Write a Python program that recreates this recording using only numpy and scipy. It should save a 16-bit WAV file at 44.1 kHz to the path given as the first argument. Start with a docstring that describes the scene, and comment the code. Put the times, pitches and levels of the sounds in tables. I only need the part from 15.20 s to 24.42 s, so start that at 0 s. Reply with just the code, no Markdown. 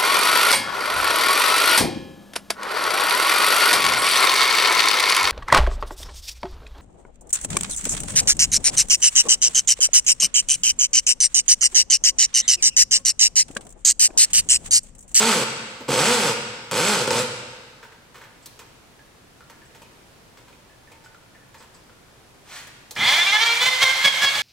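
"""Drain cleaner: cable pull, thumbscrew, motor start

A hand pulls a coiled steel cable out of a plastic drum in four strokes: coil impulses ring the drum, noise rasps.
A thumbscrew ticks and squeaks (noise bursts through resonances), a sleeve brushes by (noise swell), a trigger clicks.
A geared motor runs up (gear-tooth overtones over noise) while the cable slaps the drum. A hard workshop answers
(decaying noise as echo) over steady hum and hiss; two microphone ports hear it in stereo.
"""
import sys
import numpy as np
from scipy import signal
from scipy.fft import rfft, irfft, next_fast_len
from scipy.io import wavfile
from scipy.ndimage import uniform_filter1d, map_coordinates

SR = 44100
rng = np.random.default_rng(int(sys.argv[2]) if len(sys.argv) > 2 else 0)


def pcm_store(signal):
    """Save signal as 16-bit PCM."""
    levels = np.round(np.clip(np.atleast_2d(signal), -1, 1) * 32767)
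    wavfile.write(sys.argv[1], SR, levels.astype(np.int16).T)


N = 406602

# All levels are relative; the functions add offsets.
# Hum and hiss spectrum: freq_hz, density_db
AIR_SPECTRUM = [(20, 1.5), (90, -7.5), (123, -3), (160, -8), (500, -11.5), (1140, -16), (4000, -22.5),
                (10000, -28.5), (15800, -37)]
# Left-right likeness of the air: freq_hz, likeness [0-1]
AIR_LIKENESS = [(60, 0.89), (130, 0.69), (1400, 0.15), (3100, 0.074)]
# Pull strokes, coils passing the guide: time_s, coil_rate_hz, pull_db
STROKES = [
    [(0, 207, -13.5), (.08, 235.9, -15.5), (.118, 205.3, -15.5), (.18, 152.1, -16), (.24, 106.2, -16.5)],
    [(.682, 54.97, -13.5), (.75, 105.4, -12), (.81, 150.3, -12), (.876, 223.3, -15), (.914, 249.5, -17),
     (.955, 244.8, -17.5), (1.0, 209.4, -17.5), (1.1, 116.4, -14), (1.14, 106.5, -22.5)],
    [(1.516, 77.84, -17), (1.59, 131.6, -12.5), (1.664, 203.3, -16.5), (1.71, 214.4, -15),
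     (1.745, 199.6, -16), (1.785, 132.2, -17), (1.86, 105.5, -20.5)],
    [(1.875, 98.8, -14.5), (1.9, 120.3, -28), (1.915, 109.9, -14.5), (2.0, 124.8, -14.5),
     (2.03, 129.7, -23.5), (2.11, 100.1, -50)],
]
# Drum resonances: freq_hz, width_hz, gain_db
DRUM_MODES = [(116, 23, -0.5), (238, 56, -3), (495, 53.4, 5), (628, 40, -11), (890, 70, -6)]
# Wire rasp spectrum: freq_hz, density_db
STEEL_SPECTRUM = [(530, -11.5), (900, -3), (978, -8), (1470, -3), (1800, -11), (2510, -10), (3300, -9.5),
                  (4660, -10), (6900, -13.5), (7860, -7.5), (9290, -18), (10600, -19), (15500, -40)]
# Loose coils ringing along: freq_hz, width_hz, gain_db
COIL_MODES = [(2470, 920, -1.5), (3900, 54, 8), (4490, 35, 3), (5094, 36, 14), (6300, 100, -3),
              (7600, 30, -0.5)]
# Cable catches: start_s, level_db, drum_over_level_db
SNAGS = [(0.6064, -28, 2.5), (0.6812, -21, -24), (0.056, -8, -25), (0.879, -13, -33), (1.513, -1.5, -24),
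         (1.8744, -9.5, -8), (1.9066, 4, -20)]
# Workshop decay: freq_hz, t60_s
ROOM_T60 = [(90, 1), (300, 1.11), (1500, 1.57), (4000, 1.48), (8000, 1.13), (11000, 0.61), (15000, 0.37)]
# Workshop answer strength: freq_hz, level_db
ROOM_LEVEL = [(100, -.5), (500, -6.5), (2000, -1.5), (10000, -5)]
# Left-right likeness of the answer: freq_hz, likeness [0-1]
ROOM_LIKENESS = [(100, 0.98), (300, 0.96), (700, 0.85), (1500, 0.098), (4000, 0)]
# Thumbscrew, finger and trigger ticks: start_s, level_db, colour_hz, snap_over_level_db
TICKS = [(2.628, -32.5, 1498, -22), (2.721, -41, 1516, -17), (2.943, -35, 1280, -19),
         (2.955, -34.5, 1010, -25), (2.98, -38, 960, -22), (3.012, -35, 1500, -23), (3.037, -37, 1640, -23),
         (3.258, -41.5, 4070, 17), (3.391, -31, 1000, -4), (4.298, -35.5, 1590, -4),
         (4.547, -36.5, 860, -16), (4.618, -36, 2600, -3), (5.171, -37, 960, -21), (5.28, -40.5, 1020, -20),
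         (5.325, -43, 2220, -13), (5.717, -36.5, 2170, -5), (5.838, -40, 840, -14), (6.343, -36, 1700, -7),
         (6.403, -39, 1120, -10), (6.423, -39, 970, -7), (6.549, -43.5, 1040, -10), (7.47, -36.5, 1640, 2),
         (7.709, -37, 4250, 15), (7.753, -35, 5200, 2)]
# Thread rubs: start_s, level_db, pitch_hz, decay_s
SQUEAKS = [(3.793, -50, 1690, 0.028), (4.207, -47, 1390, 0.026), (4.418, -52.5, 1700, 0.056),
           (5.497, -54, 1690, 0.039), (5.674, -50, 1746, 0.027), (5.861, -48, 1450, 0.014),
           (5.947, -48, 1390, 0.018), (6.15, -49.5, 1774, 0.056), (6.696, -51, 1400, 0.018)]
# Screw chafing the wire: start_s, level_db, decay_s
CHAFES = [(3.222, -60.5, .02), (4.45, -65, .015), (5.844, -59.5, 0.017), (6.379, -60, 0.035),
          (6.543, -56.5, .015)]
# Plastic nose of the drum: freq_hz, width_hz, gain_db
COLLAR_MODES = [(477, 93, 4), (918, 65, 7.5), (1290, 350, -2.5), (2480, 2860, -6), (8140, 620, -15.5)]
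# Chafed wire resonances: freq_hz, width_hz, gain_db
WIRE_MODES = [(4900, 360, 3), (7850, 500, 2.5)]
# Sleeve cloth spectrum: freq_hz, density_db
CLOTH_SPECTRUM = [(290, -48), (500, -19), (629, -10.5), (1430, -7), (1750, -3), (2010, -6), (8360, -14.5),
                  (15500, -30)]
# Motor noise, surging then settling: time_s, level_db
MOTOR_LEVEL = [
    [(7.763, -34), (7.81, -26.5), (7.88, -21), (7.93, -22), (8.0, -27), (8.4, -28), (9.22, -29)],
]
# Motor housing resonances: freq_hz, width_hz, gain_db
HOUSING_MODES = [(480, 93, -21), (874, 186, -9.5), (1286, 210, -9.5), (1723, 81, -1), (2083, 66, 3.5),
                 (2357, 81, 0.5), (2693, 66, -9.5), (3410, 505, 1), (3570, 295, 3.5), (3920, 150, -9),
                 (4460, 410, -3.5), (4600, 2500, -10.5)]
# Brush and fan spectrum: freq_hz, density_db
WHIRR_SPECTRUM = [(70, -96), (330, -25), (800, -11), (2000, -11), (3500, -9), (6500, -17), (12500, -30),
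                  (14700, -34), (15500, -34)]
# Cable loading the drum: start_s, level_db, length_s, rattle_over_level_db, tooth_rate_hz
LOADS = [(7.982, -27, 0.048, -6, 336), (8.07, -23, 0.04, -34, 390.8), (8.132, -19, 0.039, -42, 422.7),
         (8.215, -17.5, 0.025, -16, 454.2), (8.264, -20.5, 0.073, -13, 464),
         (8.417, -19.5, 0.026, 0.5, 501.5), (8.462, -18.5, 0.028, -3, 514.3),
         (8.535, -23.5, 0.014, -9, 514.3), (8.627, -14.5, 0.014, 0.5, 542.2),
         (8.653, -18.5, 0.028, -32, 523.8), (8.695, -21, 0.019, -11, 528), (8.849, -15, 0.013, 2.5, 564.3),
         (8.872, -15, 0.013, -6.5, 550.3), (8.931, -38, 0.015, -14, 531), (9.023, -18.5, 0.028, 0, 563.6),
         (9.063, -17, 0.031, -36, 551), (9.153, -45, 0.043, 18, 566.5)]

AIR_DB = -50.5
BRISK_HZ = 220  # reference coil rate
RASP_DB_PER_OCTAVE, KNOCK_DB = 5.5, -6.5  # faster coils rasp more; knock on the drum
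COIL_DB = -8  # coil ring relative to the slide
SCATTER_DB, SCATTER_T60_S = 1, 0.03
BRUSH_S, BRUSH_DB, BRUSH_RISE_S, BRUSH_FALL_S = 7.36, -39, 0.07, 0.075  # loudest moment, level, swell widths
START_S, START_HZ = 7.762, 146  # motor start, first tooth rate
STEP_S, CREEP_PER_S, EASY_HZ = .02, 2.5, 480  # step between loads, creep, easy tooth rate
TOP_HZ = 15880  # microphone band limit


def amp(db):
    """Amplitude factor of a level in dB."""
    return 10 ** (np.asarray(db) / 20)


def unit(x):
    """x scaled to rms 1."""
    return x / np.sqrt(np.mean(x ** 2) + 1e-20)


def along(points, hz):
    """Interpolate (freq_hz, value) points on a log frequency axis."""
    f, v = np.transpose(points)
    return np.interp(np.log(hz + 1), np.log(f + 1), v)


def curves(tables):
    """A gate near 1 inside each table's span, and each column per sample."""
    t = np.arange(N) / SR
    gate = sum((t >= rows[0][0]) & (t <= rows[-1][0]) for rows in tables)
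    s, *cols = np.concatenate(tables).T
    return uniform_filter1d(gate * 1., size=64), [np.interp(t, s, c) for c in cols]


def filtered(x, response):
    """Filter x by a complex response of frequency."""
    m = next_fast_len(x.shape[-1] + SR // 2)
    return irfft(rfft(x, m) * response(np.fft.rfftfreq(m, 1 / SR)), m)[..., :x.shape[-1]]


def modes(table):
    """Causal response of a body's resonances, alternating in sign."""
    def response(f):
        total = 0
        for k, (c, w, db) in enumerate(table):
            total = total + (-1) ** k * amp(db) * 1j * f * w / (c * c - f * f + 1j * f * w)
        return total
    return response


def noise(spectrum, grain_db=0):
    """Coloured noise of rms 1, in 32-sample grains of uneven size."""
    grains = np.repeat(rng.standard_normal(N // 32 + 1), 32)[:N]
    grainy = amp(grain_db * grains) * rng.standard_normal(N)
    return unit(filtered(grainy, lambda hz: amp(along(spectrum, hz))))


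def wobble(rate_hz, count=1):
    """Smooth random curves, rate_hz knots a second."""
    knots = rng.standard_normal((count, int(N * rate_hz / SR) + 4))
    return np.array([map_coordinates(row, [np.arange(N) * rate_hz / SR]) for row in knots])


def pair(two, likeness):
    """Left and right mixed from two unrelated signals, as alike as the table asks."""
    def turn(hz):
        return np.arccos(np.clip(along(likeness, hz), -1, 1)) / 2
    mid, side = filtered(two, lambda hz: np.array([np.cos(turn(hz)), np.sin(turn(hz))]))
    return np.array([mid + side, mid - side])


def placed(x, pan_db, lag_samples):
    """Left minus right level is pan_db; left arrives lag_samples after right."""
    side = np.array([[1], [-1]])
    return filtered(x, lambda hz: amp(side * pan_db / 2) * np.exp(-1j * np.pi * side * lag_samples * hz / SR))


def workshop_air():
    """Workshop hum and microphone hiss: coloured noise, both ports drifting slowly together in level."""
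    two = np.array([noise(AIR_SPECTRUM), noise(AIR_SPECTRUM)])
    return amp(AIR_DB) * pair(two, AIR_LIKENESS) * amp(.6 * wobble(1.5))


def pulses(rate_hz, jitter, scatter_db):
    """One impulse a cycle, uneven in time and size, and the phase in cycles."""
    phase = np.cumsum(rate_hz) / SR
    count = np.arange(1, int(phase[-1]))
    luck = rng.standard_normal((len(count), 2))
    at = np.clip(np.interp(count + jitter * luck[:, 0], phase, np.arange(N)), 0, N - 2)
    size = amp(scatter_db * luck[:, 1])
    whole, part = at.astype(int), at % 1
    train = np.bincount(whole, size * (1 - part), N) + np.bincount(whole + 1, size * part, N)
    return train * np.sqrt(SR / rate_hz), phase


def cable():
    """Each coil bumps the guide, knocks the drum and scrapes steel on steel."""
    gate, (rate, pull_db) = curves(STROKES)
    knock_db = pull_db + KNOCK_DB
    rasp_db = pull_db + RASP_DB_PER_OCTAVE * np.log2(rate / BRISK_HZ) - 5.5
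    bumps, phase = pulses(rate, jitter=.012, scatter_db=.8)
    rumble = rng.standard_normal(N)
    drag = .07 * (BRISK_HZ / rate) ** 2.2 * rumble  # slow coils drag unevenly
    drive = gate * amp(knock_db) * (bumps + drag)

    # the faster the pull, the clearer the guide hums at the coil rate
    order = np.arange(1, 6)[:, None]
    overtones = (-1) ** order * np.cos(2 * np.pi * order * phase) / order ** .6
    hum = (rate / BRISK_HZ) ** 1.5 * np.sum(overtones, axis=0)

    click = unit(filtered(bumps, lambda hz: amp(along(STEEL_SPECTRUM, hz))))
    slide = unit(.7 + np.exp(-3 * (phase % 1))) * noise(STEEL_SPECTRUM, grain_db=1.5)
    coil_ring = unit(filtered(slide, modes(COIL_MODES)))
    slide = unit(slide + amp(COIL_DB) * coil_ring)
    scrape = (slide + .25 * click) * amp(.9 * wobble(35)[0])
    rasp = gate * (amp(rasp_db) * scrape + amp(knock_db - 9) * hum)

    t = np.arange(SR // 20) / SR
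    for start_s, db, drum_db in SNAGS:
        k = round(start_s * SR)
        rasp[k:k + len(t)] += amp(db - 16 - 60 * t / 0.0071) * slide[k:k + len(t)]
        drive[k:k + len(t)] += amp(db + drum_db - 1.5 - 60 * t / 0.11) * rumble[k:k + len(t)]
    drum = amp(13) * filtered(drive, modes(DRUM_MODES))
    return filtered(rasp + drum, lambda hz: 1 / (1 + (80 / (hz + 1)) ** 4))


def scatter(x):
    """Early scatter off table and wall: a brief spray of treble echoes, different at each port."""
    t = np.arange(SR // 20) / SR
    spray = np.diff(rng.standard_normal((2, len(t) + 1))) * amp(-60 * t / SCATTER_T60_S)
    spray = spray / np.linalg.norm(spray[0])
    delayed = np.pad(x, (40, 0))[None]
    return amp(SCATTER_DB) * signal.fftconvolve(delayed, spray, axes=1)[:, :N]


def room(x):
    """Workshop answer: noise whose every frequency dies at its own speed."""
    hz, t, z = signal.stft(rng.standard_normal((2, SR * 3 // 2)), SR, nperseg=256)
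    t60_s = along(ROOM_T60, hz)[:, None]
    decay = amp(along(ROOM_LEVEL, hz)[:, None] - 60 * t / t60_s)
    tail = signal.istft(z * decay / np.sqrt(t60_s * SR / 14), SR, nperseg=256)[1]
    delayed = np.pad(x, (300, 0))[None]
    return signal.fftconvolve(delayed, pair(tail, ROOM_LIKENESS), axes=1)[:, :N]


def thumbscrew():
    """Ticks scuff and snap, squeaks rub narrow rings, both knock the collar; chafes ring the wire."""
    out, knocks, chafe = np.zeros(N), np.zeros(N), np.zeros(N)
    t = np.arange(SR // 5) / SR
    for start_s, db, colour_hz, snap_db in TICKS:
        k = round(start_s * SR)
        scuff, snap = rng.standard_normal((2, len(t)))
        scuff = amp(db - 60 * t / 0.19) * (1 - np.exp(-t / 0.00014)) * scuff
        snap = amp(db + snap_db - 5 - 60 * t / 0.059) * (1 - np.exp(-t / 0.00024)) * snap
        out[k:k + len(t)] += filtered(scuff, modes([(colour_hz, 0.14 * colour_hz, 5)]))
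        out[k:k + len(t)] += filtered(snap, modes([(6100, 4400, 0.00094)]))
        knocks[k:k + len(t)] += amp(1) * scuff
    for start_s, db, pitch_hz, decay_s in SQUEAKS:
        k = round(start_s * SR)
        rub = np.exp(-t / decay_s) * (1 - np.exp(-t / 0.00091)) * rng.standard_normal(len(t))
        rub[0] += 14  # a sharp first slip
        out[k:k + len(t)] += amp(db + 19.5) * filtered(rub, modes([(pitch_hz, 70, 2.5)]))
        knocks[k] += amp(db + 29)  # the thread breaks loose
    for start_s, db, decay_s in CHAFES:
        k = round(start_s * SR)
        swell = np.exp(-t / decay_s) * (1 - np.exp(-t / .003))
        chafe[k:k + len(t)] += amp(db + 18) * swell * rng.standard_normal(len(t))
    return out + filtered(knocks, modes(COLLAR_MODES)) + filtered(chafe, modes(WIRE_MODES))


def sleeve():
    """Cloth slides over the painted tube: grainy noise in one swell."""
    t = np.arange(N) / SR - BRUSH_S
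    swell = np.exp(-(t / np.where(t < 0, BRUSH_RISE_S, BRUSH_FALL_S)) ** 2)
    return amp(BRUSH_DB) * swell * noise(CLOTH_SPECTRUM, grain_db=0.5)


def gear_rate(t):
    """Tooth rate in Hz: even run-up to the first load, a step into each next one, upward creep below EASY_HZ."""
    start_s, hz = np.array(LOADS)[:, [0, -1]].T
    end_s = np.append(start_s[1:] - np.minimum(STEP_S, np.diff(start_s) / 2), N / SR)
    crept_hz = hz + CREEP_PER_S * np.maximum(EASY_HZ - hz, 0) * (end_s - start_s)
    knots_s = np.append(START_S, np.ravel([start_s, end_s], "F"))
    knots_hz = np.append(START_HZ, np.ravel([hz, crept_hz], "F"))
    return np.interp(t, knots_s, knots_hz)


def motor():
    """Gear teeth ring the housing over the whirr; cable loads make them sing and the drum rattle."""
    gate, (whirr_db,) = curves(MOTOR_LEVEL)
    t = np.arange(N) / SR
    rate = gear_rate(t)
    bite, rattle = amp(whirr_db - .5), 0
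    for start_s, db, length_s, rattle_db, _ in LOADS:
        since, over = np.maximum(t - start_s, 0), np.maximum(t - start_s - length_s, 0)
        hold = np.exp(np.minimum(t - start_s, 0) / 0.0073 - over / 0.0023 - since / 0.24)
        bite = bite + amp(db - 2) * hold
        rattle = rattle + amp(db + rattle_db - 9) * hold

    phase = np.cumsum(rate * (1 + .003 * wobble(80)[0])) / SR
    order = np.arange(1, 22)[:, None]
    # every overtone swells by itself as the tooth contact wanders
    size = np.abs(modes(HOUSING_MODES)(order * rate)) / (1 + (order * rate / 5800) ** 4)
    size = size * amp(3 * wobble(40, count=21))
    teeth = np.sum(size * np.sin(2 * np.pi * order * phase + order ** 2 / 3), axis=0)

    # slow teeth grind in the housing, the fan rises with speed
    speed = np.clip(rate / EASY_HZ, 0, 1)
    grit = np.exp(-1.5 * (phase % 1)) * rng.standard_normal(N)
    grind = unit(filtered(grit, lambda hz: modes(HOUSING_MODES)(hz) / (1 + (hz / 5800) ** 4)))
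    whirr = speed ** 0.4 * noise(WHIRR_SPECTRUM) + 0.5 * grind / speed ** 0.3
    whirr = whirr * amp(wobble(45)[0])

    jerk = amp(-21.5) * np.exp(-((t - START_S - .06) / 0.052) ** 2)  # the drum is jolted into motion
    thump = filtered(gate * (rattle + jerk) * rng.standard_normal(N), modes([(142, 106, -3.5)]))
    running = gate * (bite * teeth + (amp(whirr_db) + rattle) * whirr)
    return filtered(running + amp(9.5) * thump, lambda hz: hz > 70)


def scene():
    """Sum the placed sources, their scatter and room answer, and the air."""
    hands, cloth, drill = cable() + thumbscrew(), sleeve(), motor()
    near = placed(hands, pan_db=-0.9, lag_samples=-0.78)
    near = near + placed(cloth, pan_db=-0.3, lag_samples=-1.7)
    near = near + placed(drill, pan_db=-1.5, lag_samples=0.47)
    far = room(hands + cloth) + amp([[-4.5], [-2]]) * room(drill)
    return near + scatter(hands + cloth + drill) + far + workshop_air()


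def record(dry):
    """The microphone thins the deep bass and passes nothing from TOP_HZ up."""
    return filtered(dry, lambda hz: (hz < TOP_HZ) * hz ** 2 / (hz ** 2 + 40 ** 2))


dry = scene()
out = record(dry)
pcm_store(out)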